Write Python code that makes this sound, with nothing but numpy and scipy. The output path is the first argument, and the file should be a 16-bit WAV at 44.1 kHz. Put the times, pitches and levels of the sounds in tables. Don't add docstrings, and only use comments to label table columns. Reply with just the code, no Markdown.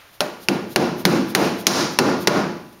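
import sys
import numpy as np
from scipy import signal
from scipy.fft import rfft, irfft, next_fast_len
from scipy.io import wavfile
from scipy.ndimage import uniform_filter1d, map_coordinates

SR = 44100
rng = np.random.default_rng(int(sys.argv[2]) if len(sys.argv) > 2 else 0)


def log_audio(samples):
    frames = np.atleast_2d(samples).T
    limited = np.clip(frames, -1, 1)
    pcm = np.round(limited * 32767).astype(np.int16)
    wavfile.write(sys.argv[1], SR, pcm)


N = 123479
EVENT_N = 57344
EVENT_T, SCENE_T = np.arange(EVENT_N) / SR, np.arange(N) / SR

# start_s, level_db, clack_db, bass_db, middle_db, presence_db, treble_db, top_db,
# ring_blend (0 is the cap's ring A, 1 its ring B), ring_length_factor
BLOWS = [(.2059, -14, 6, -4, 2, 1.5, -2.5, -0.5, 0.07, 0.88),
         (0.486, -11.5, 6, 6, 2.5, 4, -3, -4, 0.93, 0.7),
         (0.7605, -5, 2.5, 5, 4.5, 2, -2.5, -4.5, 0.6, 1.17),
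         (1.0525, -2, 0.5, 6, 0.5, 2, -0.5, -1, 0.58, 1),
         (1.3499, -1.5, -2.5, 2.5, 4, 4.5, 0.5, 2, 0.27, 1.54),
         (1.6682, 4.5, -14.5, -2, -3, 1, 7, 2, 0.93, 1.9), (1.9884, 1.5, -5, 2, .5, -2.5, -2, -8, 0.99, 3),
         (2.2731, 2, -4, 0, 0, -2, -3.5, -8, 0.36, 2.6)]
# pitch_hz, ring_a_db, ring_b_db, base_t60_s
CAP_MODES = [(572, 1, -8, 0.014), (603, -13, -45, 0.34), (830, -6.5, -1.5, 0.0084), (1050, -9, -1.5, 0.011),
             (1430, -6.5, -7.5, 0.033), (1826, -19, -0.5, 0.0055), (2140, -11, -7.5, 0.01),
             (2705, -7.5, 4.5, 0.011), (3013, 2.5, -15, 0.0097), (4280, 0, -0.5, 0.0084),
             (4630, -4, 1.5, .011), (5464, -0.5, 1.5, 0.0095), (6860, -22, -10.5, 0.01),
             (9950, -14, -1, 0.0068)]
# frequency_hz, gain_db
CRACK_SPECTRUM = [(60, 2), (300, -17), (1000, 8), (3000, -3), (6000, 0.5), (9000, -15.5), (15000, 5.5)]
# pitch_hz, level_db, t60_s
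HUB_MODES = [(142.9, -21, 0.43), (179, -18, 0.41), (199, -11, 0.28), (252.4, -19.5, 0.58),
             (295.3, -23.5, .7), (339.9, -18.5, 0.78), (359, -17, 0.7), (386, -9, 0.13), (455, -20, 0.55),
             (595, -24.5, 0.62), (764, -15.5, 0.23), (848, -27, 0.81), (996, -32, 1), (1154, -35, 1.0),
             (1420, -24.5, 0.64), (3960, -32, 0.55), (4100, -29, 0.38)]
# frequency_hz, gain_db
WELL_SPECTRUM = [(80, -43), (200, -36), (600, 2), (1500, 8), (3000, 3), (6000, 2), (14000, -6.5)]
# frequency_hz, gain_db
ECHO_SPECTRUM = [(30, -43), (75, -12.5), (120, -4.5), (180, 7), (330, 6), (500, 3.5), (900, 1), (1400, -4),
                 (1900, -9.5), (3300, -16.5), (5200, -14), (6800, -18), (9000, -23.5), (15000, -23)]
# frequency_hz, t60_s
ECHO_DECAY = [(100, 1.0), (300, 0.68), (900, 0.58), (2500, 0.71), (6000, 0.62), (14000, 0.42)]
# peak_s, level_db
SWING_PEAKS = [(.15, -60.5), (0.438, -51), (.725, -49), (1.005, -47.5), (1.305, -47), (1.606, -46.5),
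               (1.935, -52), (2.225, -45.5)]
# frequency_hz, gain_db
SWISH_SPECTRUM = [(500, -25), (2000, -8), (3500, 13), (6000, 8), (9000, 6), (13000, 12.5), (15500, 10)]
# frequency_hz, gain_db
RUSTLE_SPECTRUM = [(100, -54), (500, -53), (1400, -36), (3000, -42.5), (6000, -53), (12000, -68)]
# frequency_hz, gain_db
AIR_SPECTRUM = [(30, -43), (100, -33), (200, -44.5), (600, -40.5), (1500, -48.5), (3000, -51), (6000, -56),
                (10000, -57), (15000, -53)]
# frequency_hz, gain_db
MIC_RESPONSE = [(20, -4), (60, -3), (150, -2), (9000, 2), (12500, -0.5), (15500, -3.5)]


def mallet_taps():
    track = np.zeros(N)
    for start_s, level_db, clack_db, *tone_db, ring_blend, ring_length in BLOWS:
        bass, middle, presence, treble, top = tone_db
        tone = [(330, bass), (620, middle), (1300, 0), (2600, presence), (5500, treble), (12000, top)]
        clack = amp(clack_db) * cap_clack(ring_blend, ring_length)
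        blow = clack + hub_boom() + workshop_echo(clack)
        add(track, start_s, amp(level_db) * colour(blow, tone))
    return track


def cap_clack(ring_blend, ring_length, detune=0.01, crack_t60_s=0.0026):
    ring = np.zeros(EVENT_N)
    for k, (pitch_hz, ring_a_db, ring_b_db, base_t60_s) in enumerate(CAP_MODES):
        level_db = ring_a_db + ring_blend * (ring_b_db - ring_a_db)
        envelope = amp(level_db) * fade(EVENT_T, base_t60_s * ring_length)
        detuned_hz = pitch_hz * (1 + rng.normal(0, detune))
        ring += (-1) ** k * envelope * np.sin(2 * np.pi * detuned_hz * EVENT_T)
    crack = rng.choice([-1, 1], EVENT_N) * fade(EVENT_T, crack_t60_s * ring_length)
    return ring + colour(crack, CRACK_SPECTRUM)


def hub_boom(attack_s=0.0025, drift_rad=0.93):
    boom = np.zeros(EVENT_N)
    for pitch_hz, level_db, t60_s in HUB_MODES:
        drift = drift_rad * wobble(knots_per_s=23.8)
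        phase = 2 * np.pi * (pitch_hz * EVENT_T + rng.random()) + drift
        boom += amp(level_db) * fade(EVENT_T, t60_s) * np.sin(phase)
    return boom * (1 - np.exp(-EVENT_T / attack_s))


def workshop_echo(clack, cap_echo_db=-19):
    well = colour(rng.standard_normal(EVENT_N) * fade(EVENT_T, t60_s=0.046), WELL_SPECTRUM)
    room = diffuse_tail()
    cap_echo = signal.fftconvolve(clack, room / np.linalg.norm(room))[:EVENT_N]
    blow_echo = colour(diffuse_tail(), ECHO_SPECTRUM)
    return well + blow_echo + amp(cap_echo_db) * cap_echo


def diffuse_tail(rise_s=0.0013):
    hz, t, bands = signal.stft(rng.standard_normal(EVENT_N), SR, nperseg=256)
    decay = fade(t, along(ECHO_DECAY, hz)[:, None])
    _, tail = signal.istft(bands * decay, SR, nperseg=256)
    return tail[:EVENT_N] * (1 - np.exp(-EVENT_T / rise_s))


def mallet_swings(rise_s=0.016, fall_s=0.012):
    envelope = np.zeros(N)
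    for peak_s, level_db in SWING_PEAKS:
        from_peak = (SCENE_T - peak_s) / np.where(SCENE_T < peak_s, rise_s, fall_s)
        envelope += amp(level_db) * np.exp(1 - np.hypot(1, from_peak))
    return envelope * colour(rng.standard_normal(N), SWISH_SPECTRUM)


def hands(tick_s=2.728, tick_db=-57):
    track = colour(rng.standard_normal(N), RUSTLE_SPECTRUM) * fade(SCENE_T, t60_s=0.91)
    tick = colour(rng.standard_normal(EVENT_N), SWISH_SPECTRUM) * fade(EVENT_T, t60_s=0.057)
    add(track, tick_s, amp(tick_db) * tick)
    return track


def workshop_air():
    return colour(rng.standard_normal(N), AIR_SPECTRUM)


def amp(db):
    return 10 ** (np.asarray(db) / 20)


def fade(t, t60_s):
    return np.exp(-np.log(1000) * t / t60_s)


def along(points, hz):
    point_hz, values = np.transpose(points)
    return np.interp(np.log(hz + 1), np.log(point_hz + 1), values)


def colour(x, points):
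    size = 2 * next_fast_len(len(x) // 2 + 4096)
    gain = amp(along(points, np.fft.rfftfreq(size, 1 / SR)))
    cepstrum = irfft(np.log(gain), size)
    cepstrum[1:size // 2] *= 2
    cepstrum[size // 2 + 1:] = 0
    return irfft(rfft(x, size) * np.exp(rfft(cepstrum)), size)[:len(x)]


def add(track, start_s, sound):
    part = track[int(start_s * SR):][:len(sound)]
    part += sound[:len(part)]


def wobble(knots_per_s):
    return map_coordinates(rng.standard_normal(256), [EVENT_T * knots_per_s], mode="wrap")


def scene():
    return (mallet_taps() + mallet_swings() + hands() + workshop_air())[None]


def camera_limiter(x, threshold_db=-8.5, attack_s=0.001, release_db_per_s=122):
    power = np.abs(uniform_filter1d(x ** 2, size=45, origin=22))
    level_db = 10 * np.log10(power + 1e-12)
    climb_db = release_db_per_s * SCENE_T
    held_db = np.maximum.accumulate(level_db + climb_db) - climb_db
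    over_db = np.maximum(held_db - threshold_db, 0)
    pole = np.exp(-1 / (attack_s * SR))
    return x * amp(-signal.lfilter([1 - pole], [1, -pole], over_db))


def record(dry, ceiling=0.79, hardness=8.7, notch_hz=7874, notch_half_width_hz=295, top_hz=15700):
    limited = camera_limiter(dry[0])
    clipped = limited / (1 + np.abs(limited / ceiling) ** hardness) ** (1 / hardness)
    size = next_fast_len(N + SR // 2)
    hz = np.fft.rfftfreq(size, 1 / SR)
    notch_db = -22.5 / (1 + ((hz - notch_hz) / notch_half_width_hz) ** 2)
    low_pass = 1 / np.sqrt(1 + (hz / top_hz) ** 240)
    response = amp(notch_db + along(MIC_RESPONSE, hz)) * low_pass
    return irfft(rfft(clipped, size) * response, size)[None, :N]


dry = scene()
out = record(dry)
log_audio(out)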